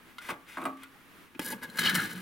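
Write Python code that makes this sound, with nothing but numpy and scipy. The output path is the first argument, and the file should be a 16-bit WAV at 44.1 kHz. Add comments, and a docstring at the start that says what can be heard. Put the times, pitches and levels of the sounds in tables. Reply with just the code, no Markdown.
"""A plug is handled on top of a metal flask in a shed, close to the microphone.
It clicks, slides and knocks on the flask, bumps into the neck, then goes down in three rubbing strokes.
Contacts are struck decaying modes and noise bursts; rubbing is random grains through resonant filters.
The last stroke is loudest and nearly squeaks. Near reflections, a shed tail and quiet air surround it."""
import sys
import numpy as np
from scipy import signal
from scipy.fft import rfft, irfft
from scipy.io import wavfile

SR = 44100
rng = np.random.default_rng(int(sys.argv[2]) if len(sys.argv) > 2 else 0)


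def master(y):
    """Save y as 16-bit WAV."""
    cut = np.clip(np.atleast_2d(y).T, -1, 1)
    pcm = np.round(cut * 32767)  # scale
    wavfile.write(sys.argv[1], SR, pcm.astype(np.int16))


N = 97725  # samples

# bright tick of a hard contact [pitch_hz, level_db]
TICK = [(800, -36), (3000, 10), (6000, -9), (9000, 7.5), (13000, -3), (16000, -9)]
# dry rasp of plug on metal [pitch_hz, level_db]
RASP = [(150, -9), (700, -10.5), (1600, -0.5), (2300, 0), (3500, -10.5), (5000, -18), (16000, -35)]
# airy top of the rubbing [pitch_hz, level_db]
HISS = [(500, -30), (2500, -15), (5000, -1), (7200, -2), (9800, 0), (13000, -2.5), (16000, -5.5)]
# resonances on that hiss [pitch_hz, width_hz, above_db]
HISS_PEAKS = [(5380, 43, 1.2), (9500, 290, 2.5)]
STRIKE_S, TICK_T60 = 0.0011, 0.026  # rise of a contact; decay of its tick (s)


def amp(db):
    """Decibels to gain."""
    return 10 ** (np.asarray(db) / 20)


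def unit(x):
    """Scales to rms 1."""
    return x / np.sqrt(np.mean(x ** 2) + 1e-20)


def read(points, hz):
    """Reads a table on a log-frequency axis."""
    f, value = np.transpose(points)
    return np.interp(np.log(hz + 1), np.log(f), value)


def levels(curves, column):
    """Summed gain over time from one dB column of each movement, -120 dB outside it."""
    t = np.arange(N) / SR
    total = np.zeros(N)
    for curve in curves:
        points = np.array(curve)
        total += amp(np.interp(t, points[:, 0], points[:, column], left=-120, right=-120))
    return total


def since(start):
    """Seconds since a moment, zero before it."""
    return np.maximum(np.arange(N) / SR - start, 0)


def hump(start, length):
    """Half-sine swell and fall."""
    return np.sin(np.pi * np.minimum(since(start) / length, 1))


def colour(x, shape, peaks=(), size=8192):
    """Causal filter of unit energy: a broad shape with resonances on it."""
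    hz = np.fft.rfftfreq(size, 1 / SR)
    power = 1 + sum((amp(db) ** 2 - 1) / (1 + (2 * (hz - f) / w) ** 2) for f, w, db in peaks)
    log_gain = np.log(amp(read(shape, hz))) + np.log(np.maximum(power, 1e-2)) / 2
    # folding the cepstrum gives minimum phase
    cepstrum = irfft(log_gain)
    cepstrum[1:size // 2] *= 2
    cepstrum[size // 2 + 1:] = 0
    taps = irfft(np.exp(rfft(cepstrum)))
    return signal.fftconvolve(x, taps / np.linalg.norm(taps))[:N]


def tilt(x, points):
    """Applies a gain curve over frequency."""
    gain = amp(read(points, np.fft.rfftfreq(2 * N, 1 / SR)))
    return irfft(rfft(x, 2 * N) * gain)[:N]


def wander(seconds):
    """Smooth chance of rms 1."""
    window = np.hanning(int(2 * seconds * SR) + 3)
    return unit(signal.fftconvolve(rng.standard_normal(N), window, "same"))


def friction(spread_db, clump_db, per_s=7000):
    """Tiny slips of uneven size that come in clumps."""
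    size = amp(spread_db * np.minimum(rng.exponential(1, N), 4))
    slips = rng.choice([-1, 1], N) * (rng.random(N) < per_s / SR)
    return unit(size * slips * amp(clump_db * wander(0.0033)))


def burst(start, db, rise, t60):
    """Envelope of one contact: linear rise on an exponential decay."""
    t = since(start)
    return np.minimum(t / rise, 1) * amp(db) * np.exp(-np.log(1000) * t / t60)


def ring(start, db, modes):
    """Decaying modes struck at one moment."""
    t = since(start)
    norm = np.sqrt(sum(amp(m[1]) ** 2 for m in modes) / 2)
    out = np.zeros(N)
    for k, (f, mode_db, t60) in enumerate(modes):
        sign = (-1) ** k
        out += sign * burst(start, db + mode_db, STRIKE_S, t60) * np.sin(2 * np.pi * f * t)
    return out / norm


def air():
    """Quiet background of the shed: wide coloured noise with a slightly fluttering level."""
    # background colour [pitch_hz, level_db]
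    air_tone = [(25, -1), (60, 2), (120, 4), (270, 9.5), (380, 5.5), (550, -2), (750, -2), (1100, 2.5),
                (1600, 3), (3000, -3.5), (5000, -13), (7800, -16), (9600, -12.5), (16000, -14)]
    # difference between the two sides [pitch_hz, side_db]
    air_side = [(30, -3), (150, -1.5), (500, -10), (2000, -3), (16000, -9)]
    # slow drift of the background [time_s, level_db]
    air_level = [(0, -56.5), (.16, -58), (.42, -59), (.95, -58.5), (1.18, -55.5), (1.31, -59.5), (2.2, -53)]
    mid, side = (colour(rng.standard_normal(N), air_tone) for _ in range(2))
    side = tilt(side, air_side)
    drift_db = np.interp(np.arange(N) / SR, *np.transpose(air_level))
    return np.array([mid + side, mid - side]) * amp(drift_db + 0.8 * wander(0.051))


def clicks(grit_db=-6, t60=0.046):
    """Glancing contacts strike the rim's modes, with a little scratch and treble noise."""
    # clicks on the rim [start_s, level_db, treble_db]
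    rim_clicks = [(.183, -35.5, -47), (0.288, -35, -62), (0.465, -56, -68), (0.833, -41.5, -43),
                  (1.349, -55.5, -85)]
    # modes of the rim [pitch_hz, level_db, t60_s]
    rim = [(1010, 4, 0.025), (1384, 11, 0.031), (1437, 3.5, 0.15), (2100, 3, 0.045), (3025, 3, 0.034),
           (3320, -16, .05), (4020, -6, 0.04), (4570, -17, 0.027)]
    # colour of the scratch [pitch_hz, level_db]
    rim_grit = [(600, -17), (950, -5), (1600, -4), (3000, -1), (5500, -10.5), (9000, -27), (16000, -32)]
    rings = sum(ring(s, db, rim) for s, db, _ in rim_clicks)
    grit = sum(burst(s, db + grit_db, STRIKE_S, t60) for s, db, _ in rim_clicks)
    treble = sum(burst(s, db, STRIKE_S, TICK_T60) for s, _, db in rim_clicks)
    a, b = rng.standard_normal((2, N))
    return rings + colour(grit * a, rim_grit) + colour(treble * b, TICK)


def skim():
    """The friction of a light touch, with barely any clumping."""
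    return friction(spread_db=2.5, clump_db=-0.1)


def slides():
    """The plug skims the flask top: light friction coloured as rasp and hiss."""
    # light slides, before the trims below [time_s, rasp_db, hiss_db]
    light_slides = [
        [(0.205, -56, -75), (0.219, -48.5, -54.5), (0.279, -44, -54), (0.307, -36.5, -46), (0.345, -54, -79)],
        [(0.466, -59.5, -77), (0.487, -48.5, -56.5), (0.547, -49, -58.5), (0.569, -46.5, -68),
         (0.645, -63, -60)],
        [(0.77, -53, -63), (0.78, -60, -78), (0.838, -49, -69), (0.852, -57, -84), (0.885, -71, -72)],
    ]
    # resonances of the rasp [pitch_hz, width_hz, above_db]
    rasp_peaks = [(1570, 80, 3), (2160, 31, 1.5), (3510, 130, 6)]
    rasp = colour(skim() * levels(light_slides, 1), RASP, rasp_peaks)
    hiss = colour(skim() * levels(light_slides, 2), HISS, HISS_PEAKS)
    return amp(-3) * rasp + amp(-2.5) * hiss


def snags(rise_s=0.0018, t60=0.026):
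    """Bright noise crunches as grit catches and lets go."""
    # sharp snags of grit [start_s, level_db]
    grit_snags = [(.220, -59), (1.393, -31), (1.414, -43), (1.458, -47), (1.479, -42), (1.698, -46),
                  (1.77, -40.5), (1.788, -32), (1.898, -32), (1.95, -21.5), (1.970, -46), (2.129, -38.5)]
    crunch = sum(burst(s, db, rise_s, t60) for s, db in grit_snags)
    return colour(crunch * rng.standard_normal(N), HISS, HISS_PEAKS)


def knocks():
    """The plug taps the flask: wall, hollow, a ping and the body ring under a short clatter and a tick."""
    # knocks on the flask [start_s, wall_db, hollow_db, ping_db, clatter_db, tick_db]
    flask_knocks = [(.290, -41, -48, -39, -32, -48), (0.302, -67, -53, -50, -34, -40.5),
                    (0.5701, -38, -43, -47, -34.5, -52), (.582, -41.5, -61, -50, -44, -56),
                    (.616, -70, -38.5, -49, -38, -50), (.638, -44.5, -48.5, -51, -50, -43.5),
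                    (.653, -31.5, -39, -30, -29.5, -35.5), (0.666, -58, -60, -59, -42, -68)]
    # modes of the flask wall [pitch_hz, level_db, t60_s]
    wall = [(608, -13, .28), (678, -6, .17), (754, -9, .21), (985, -11, .12), (1093, -2, .17),
            (1135, -9, .33), (1168, -12, .55), (1272, -13, .42), (1480, -12, .12), (1625, -9, .08),
            (2234, -17, .11), (2385, -17, .13)]
    # modes of the hollow inside [pitch_hz, level_db, t60_s]
    hollow = [(190, -12, .3), (236, -11, .15), (269, 0, .62), (326, 0, .14), (352, -1, .12), (501, -14, .3)]
    # ping, most when the plug lands squarely [pitch_hz, level_db, t60_s]
    ping = [(1246, 6, 0.1), (1641, -17, 0.11)]
    # colour of the clatter [pitch_hz, level_db]
    clatter_tone = [(30, -42), (100, -28), (260, 4), (550, -8), (1000, 5), (1600, 1.5), (3000, -13.5),
                    (5000, -26), (16000, -28)]
    # dense, rough after-ring of the flask body [pitch_hz, level_db]
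    body_tone = [(80, -12), (170, -3.5), (320, 3.5), (520, -10), (720, 0), (1150, -9), (1500, -19),
                 (2500, -20), (5000, -35.5)]
    # resonances of the tick [pitch_hz, width_hz, above_db]
    tick_peaks = [(8450, 200, 9), (9100, 210, 1), (10700, 180, -2)]
    rings, clatter, body, ticks = np.zeros((4, N))
    for s, wall_db, hollow_db, ping_db, clatter_db, tick_db in flask_knocks:
        rings += ring(s, wall_db, wall) + ring(s, hollow_db, hollow) + ring(s, ping_db, ping)
        clatter += burst(s, clatter_db, STRIKE_S, t60=0.057)
        body += burst(s, clatter_db - 8.5, rise=0.018, t60=0.25)
        ticks += burst(s, tick_db, rise=0.0007, t60=TICK_T60)
    a, b, c = rng.standard_normal((3, N))
    noise = colour(clatter * a, clatter_tone) + colour(body * b, body_tone)
    return rings + noise + colour(ticks * c, TICK, tick_peaks)


def bumps():
    """Dull, damped modes and a noise crunch as the plug meets the flask and its neck."""
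    # bumps on the flask and in its neck [start_s, thud_db, crunch_db]
    plug_bumps = [(0.293, -38.5, -57), (1.348, -47, -48), (1.393, -26, -30.5), (1.529, -35.5, -37),
                  (1.784, -40, -55), (1.950, -38, -32.5), (1.998, -51, -39)]
    # modes of the thud [pitch_hz, level_db, t60_s]
    thud = [(186, -13.5, 0.074), (258, -6.5, 0.068), (310, -4.5, 0.053), (554, -8, 0.012),
            (886, -19.5, 0.12)]
    thuds = sum(ring(s, db, thud) for s, db, _ in plug_bumps)
    crunch = sum(burst(s, db, rise=0.0011, t60=0.042) for s, _, db in plug_bumps)
    return thuds + colour(crunch * rng.standard_normal(N), RASP, [(1673, 61, 8.3)])


def drags():
    """Rough dragging makes the hollow and the wall hum: light friction through their resonances."""
    # the plug drags across the flask wall [start_s, length_s, level_db]
    wall_drags = [(0.591, 0.057, -38)]
    # colour of the drag [pitch_hz, level_db]
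    drag_tone = [(100, -15), (200, 5), (330, 12), (550, -29), (720, -13), (1200, 6.5), (1600, -9),
                 (2000, -17), (2350, 0), (3200, -24), (6000, -51)]
    # resonance of the drag [pitch_hz, width_hz, above_db]
    drag_peaks = [(260.4, 13, 7.5)]
    press = sum(amp(db) * hump(start, length) for start, length, db in wall_drags)
    return colour(skim() * press, drag_tone, drag_peaks)


def judders():
    """Brief squeaks and hums of the rubbing plug: sines of unsteady pitch that swell and fade."""
    # squeaks and hums [start_s, length_s, pitch_hz, level_db]
    squeaks = [(0.952, 0.016, 805, -59), (1.351, 0.007, 2530, -51), (1.357, 0.012, 293, -44),
               (1.429, 0.12, 1673, -43), (1.52, 0.021, 893, -41), (1.614, 0.042, 1030, -51.5),
               (1.854, 0.011, 3025, -25), (1.859, 0.009, 2980, -26), (1.87, 0.0095, 3038, -21.5),
               (1.882, 0.018, 1683, -24), (1.905, 0.1, 184, -37), (1.993, 0.014, 1400, -30.5),
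               (2.131, 0.097, 183.7, -42)]
    out = np.zeros(N)
    for start, length, hz, db in squeaks:
        pitch = hz * (1 + 0.023 * wander(0.00199))
        turns = np.cumsum(pitch) / SR
        out += amp(db) * hump(start, length) * np.sqrt(2) * np.sin(2 * np.pi * turns)
    return out


def sway(x):
    """The resonances waver as the plug rocks in the neck: a slow random shift in time."""
    t = np.arange(N) / SR
    return np.interp(t + 0.00005 * wander(0.01), t, x)  # shift of 0.05 ms rms


def rub(moves, colours):
    """Friction in the neck drives the hollow, the neck ring and a squeak; sparser grit crackles above."""
    slips = friction(spread_db=2, clump_db=2)
    grit = friction(spread_db=4, clump_db=2, per_s=2200)
    trims_db = [-2, -1.5, -1, -1]  # hollow, neck, squeak, hiss
    layers = []
    for k, drive in enumerate([slips, slips, slips, grit]):
        # random signs make the layers independent;
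        # hollow, neck and squeak share grain times, hiss has its own
        grains = drive * rng.choice([-1, 1], N) * levels(moves, k + 1)
        layers.append(amp(trims_db[k]) * colour(grains, *colours[k]))
    boom, neck, squeak, hiss = layers
    return boom + sway(neck + squeak) + hiss


def strokes():
    """Two strokes in the mouth of the neck, then the deep push, each place with its own resonances."""
    # first stroke, before the trims in rub [time_s, hollow_db, neck_db, squeak_db, hiss_db]
    first = [(1.405, -52, -62, -63, -58), (1.409, -45, -50, -61, -81), (1.417, -40, -42.5, -45, -47),
             (1.437, -46, -47.5, -50, -47.5), (1.463, -43, -48, -48.5, -36.5),
             (1.471, -42.5, -44, -46, -50), (1.483, -38, -45, -50, -38.5), (1.495, -46.5, -57, -51, -47),
             (1.505, -39, -36.5, -53, -42), (1.525, -41, -47, -40.5, -38), (1.543, -40, -50, -60.5, -60.5),
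             (1.605, -55.5, -62, -66, -77)]
    # second stroke, same columns [time_s, hollow_db, neck_db, squeak_db, hiss_db]
    second = [(1.61, -60, -72, -79, -78), (1.616, -51, -53, -57, -83), (1.632, -40, -32, -44.5, -46.5),
              (1.67, -50.5, -59, -63, -85), (1.73, -51, -53, -63, -64), (1.769, -42.5, -42, -52.5, -58)]
    # deep push, same columns [time_s, hollow_db, neck_db, squeak_db, hiss_db]
    push = [(1.768, -50, -39, -49, -54), (1.774, -60, -33, -45, -40), (1.782, -61, -40, -43, -43),
            (1.79, -38, -27, -37, -32.5), (1.802, -39.5, -36, -34, -39.5), (1.828, -37, -32.5, -36, -40.5),
            (1.866, -35.5, -26.5, -25, -37), (1.883, -35, -29, -31.5, -43), (1.898, -48.5, -26, -30, -38),
            (1.92, -37, -31.5, -43, -47), (1.94, -32, -36.5, -38, -42), (1.954, -45, -25, -28.5, -31),
            (1.966, -35, -28, -43, -38.5), (2.044, -39, -37, -41.5, -45), (2.052, -40, -31, -41, -44.5),
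            (2.072, -41.5, -45, -48, -51.5), (2.116, -47.5, -40, -48, -46.5),
            (2.146, -40.5, -48.5, -52, -59), (2.18, -49, -43.5, -54, -54), (2.215, -41.5, -51, -52, -57.5)]
    # hollow with the plug in the mouth [pitch_hz, level_db]
    mouth_boom = [(30, -24), (110, -14), (190, 6), (250, 4.5), (310, -4), (370, -5), (490, -4), (680, -17),
                  (1000, -12.5), (2000, -32)]
    # neck ring in the mouth [pitch_hz, level_db]
    mouth_neck = [(400, -32), (900, 0.5), (1150, -4), (1550, -0.5), (1800, -1.5), (2300, -15), (2800, -34),
                  (6000, -19.5)]
    # its resonances [pitch_hz, width_hz, above_db]
    mouth_neck_peaks = [(1475, 20, 12), (1644, 29, 18.4), (1670, 32, 7.3), (2150, 66, 14)]
    # squeak resonances in the mouth [pitch_hz, width_hz, above_db]
    mouth_squeak_peaks = [(2964, 89, 17), (3230, 37, 6.3), (3950, 38, 4.3)]
    # hiss resonances in the mouth [pitch_hz, width_hz, above_db]
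    mouth_hiss_peaks = [(4860, 62, 6.4), (9640, 570, 8.6), (11600, 910, 7.1), (13400, 500, 8.5)]
    # hollow with the plug deep [pitch_hz, level_db]
    deep_boom = [(30, -34), (100, -12.5), (170, 4), (260, -3), (370, -4), (580, -18.5), (1000, -18),
                 (2000, -45)]
    # its resonances [pitch_hz, width_hz, above_db]
    deep_boom_peaks = [(210, 15, 5.9), (237.5, 9.8, 5.4)]
    # neck ring when deep [pitch_hz, level_db]
    deep_neck = [(300, -31), (800, -12), (1150, -8), (1500, -1.5), (1800, -5.5), (2300, -18.5), (2800, -11),
                 (6000, -39)]
    # its resonances [pitch_hz, width_hz, above_db]
    deep_neck_peaks = [(1273, 38, 8.6), (1475, 20, 4.7), (1454, 22, 7.7), (1653, 21.4, 17.1),
                       (1766, 12, 18), (2030, 13, 7), (2180, 130, 12.8)]
    # squeak in both places [pitch_hz, level_db]
    squeak_tone = [(1000, -30), (2200, 3.5), (2800, -11), (3500, -3.5), (4200, -1.5), (5200, -9),
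                   (8000, -20)]
    # squeak resonances when deep [pitch_hz, width_hz, above_db]
    deep_squeak_peaks = [(2980, 38, 18.6), (3057, 36, 18.6), (3956, 53, 7.3), (4070, 35, 10.6)]
    mouth = [(mouth_boom,), (mouth_neck, mouth_neck_peaks),
             (squeak_tone, mouth_squeak_peaks), (HISS, mouth_hiss_peaks)]
    deep = [(deep_boom, deep_boom_peaks), (deep_neck, deep_neck_peaks),
            (squeak_tone, deep_squeak_peaks), (HISS, HISS_PEAKS)]
    return rub((first, second), mouth) + rub((push,), deep)


def catches():
    """The plug catches and lets go, and the neck's modes ring briefly."""
    # catches in the neck [start_s, level_db]
    neck_catches = [(1.699, -42.5), (1.787, -22), (1.951, -26.5), (1.969, -35), (1.996, -31)]
    # modes of the neck [pitch_hz, level_db, t60_s]
    neck_modes = [(1622, 1, .04), (3110, -5.5, 0.032), (4084, 2.5, 0.034)]
    return sum(ring(s, db, neck_modes) for s, db in neck_catches)


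def near(x):
    """Dense early reflections from the flask top and things beside it: decaying noise from 0.49 ms on."""
    taps = burst(0.00049, 0, STRIKE_S, t60=0.037) * rng.standard_normal(N)
    return signal.fftconvolve(x, taps / np.linalg.norm(taps))[:N]


def shed(x):
    """A short diffuse tail, each band dying at its own speed."""
    # decay of the shed [pitch_hz, t60_s]
    shed_t60 = [(100, 0.094), (400, 0.047), (1500, 0.34), (5000, 0.094), (16000, 0.043)]
    hz, t, z = signal.stft(rng.standard_normal(SR // 2), SR, nperseg=256)
    decay = np.exp(-np.log(1000) * t / read(shed_t60, hz)[:, None])
    onset = np.minimum(t / 0.0033, 1)
    tail = signal.istft(z * decay * onset, SR, nperseg=256)[1]
    return signal.fftconvolve(x, tail / np.linalg.norm(tail))[:N]


def scene():
    """The flask a little to the left, with near reflections and the shed around it."""
    # gentle bass cut on knocks and clicks [pitch_hz, level_db]
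    bass_cut = [(40, -10), (200, 0)]
    # how much louder the left side is [pitch_hz, level_db]
    left_louder = [(100, -1), (250, 2.5), (700, -2), (1150, -1.2), (1650, 1.5), (3300, 5), (6000, 0),
                   (16000, 1.2)]
    # how far the left side leads in phase [pitch_hz, lead_rad]
    left_leads = [(250, 0.079), (800, 0.22), (1700, 0.42), (3200, 0.22), (6000, -0.79), (16000, -0.47)]
    # near reflections in the middle, before their trim [pitch_hz, level_db]
    near_tone = [(200, -5.5), (1500, 6.5), (3500, 5), (16000, 10)]
    # near reflections that differ between the sides [pitch_hz, level_db]
    side_tone = [(60, -23), (200, -40), (500, -18), (1500, -14.5), (3000, -6.5), (8000, -25.5), (16000, -5)]
    taps = tilt(knocks() + clicks(), bass_cut)
    dry = taps + drags() + slides() + bumps() + snags() + catches() + strokes() + judders()
    hz = np.fft.rfftfreq(2 * N, 1 / SR)
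    # half the difference goes to each side
    lean = amp(read(left_louder, hz) / 2) * np.exp(1j * read(left_leads, hz) / 2)
    mid = dry + amp(-13.5) * tilt(near(dry), near_tone)
    direct = irfft(rfft(mid, 2 * N) * np.array([lean, 1 / lean]))[:, :N]
    # a second, independent draw of the rubbing, opposite in the two sides, widens it
    wide_rub = amp(-25.5) * (strokes() + slides())
    side = tilt(near(dry), side_tone) + wide_rub
    room = amp(-17.5) * np.array([shed(dry), shed(dry)])
    return direct + np.array([side, -side]) + room + air()


def record(dry):
    """The recorder's band limit: a steep low-pass at 16 kHz."""
    taps = signal.firwin(511, 16000, window=("kaiser", 9), fs=SR)
    return signal.oaconvolve(dry, taps[None], "same")


dry = scene()
out = record(dry)
master(out)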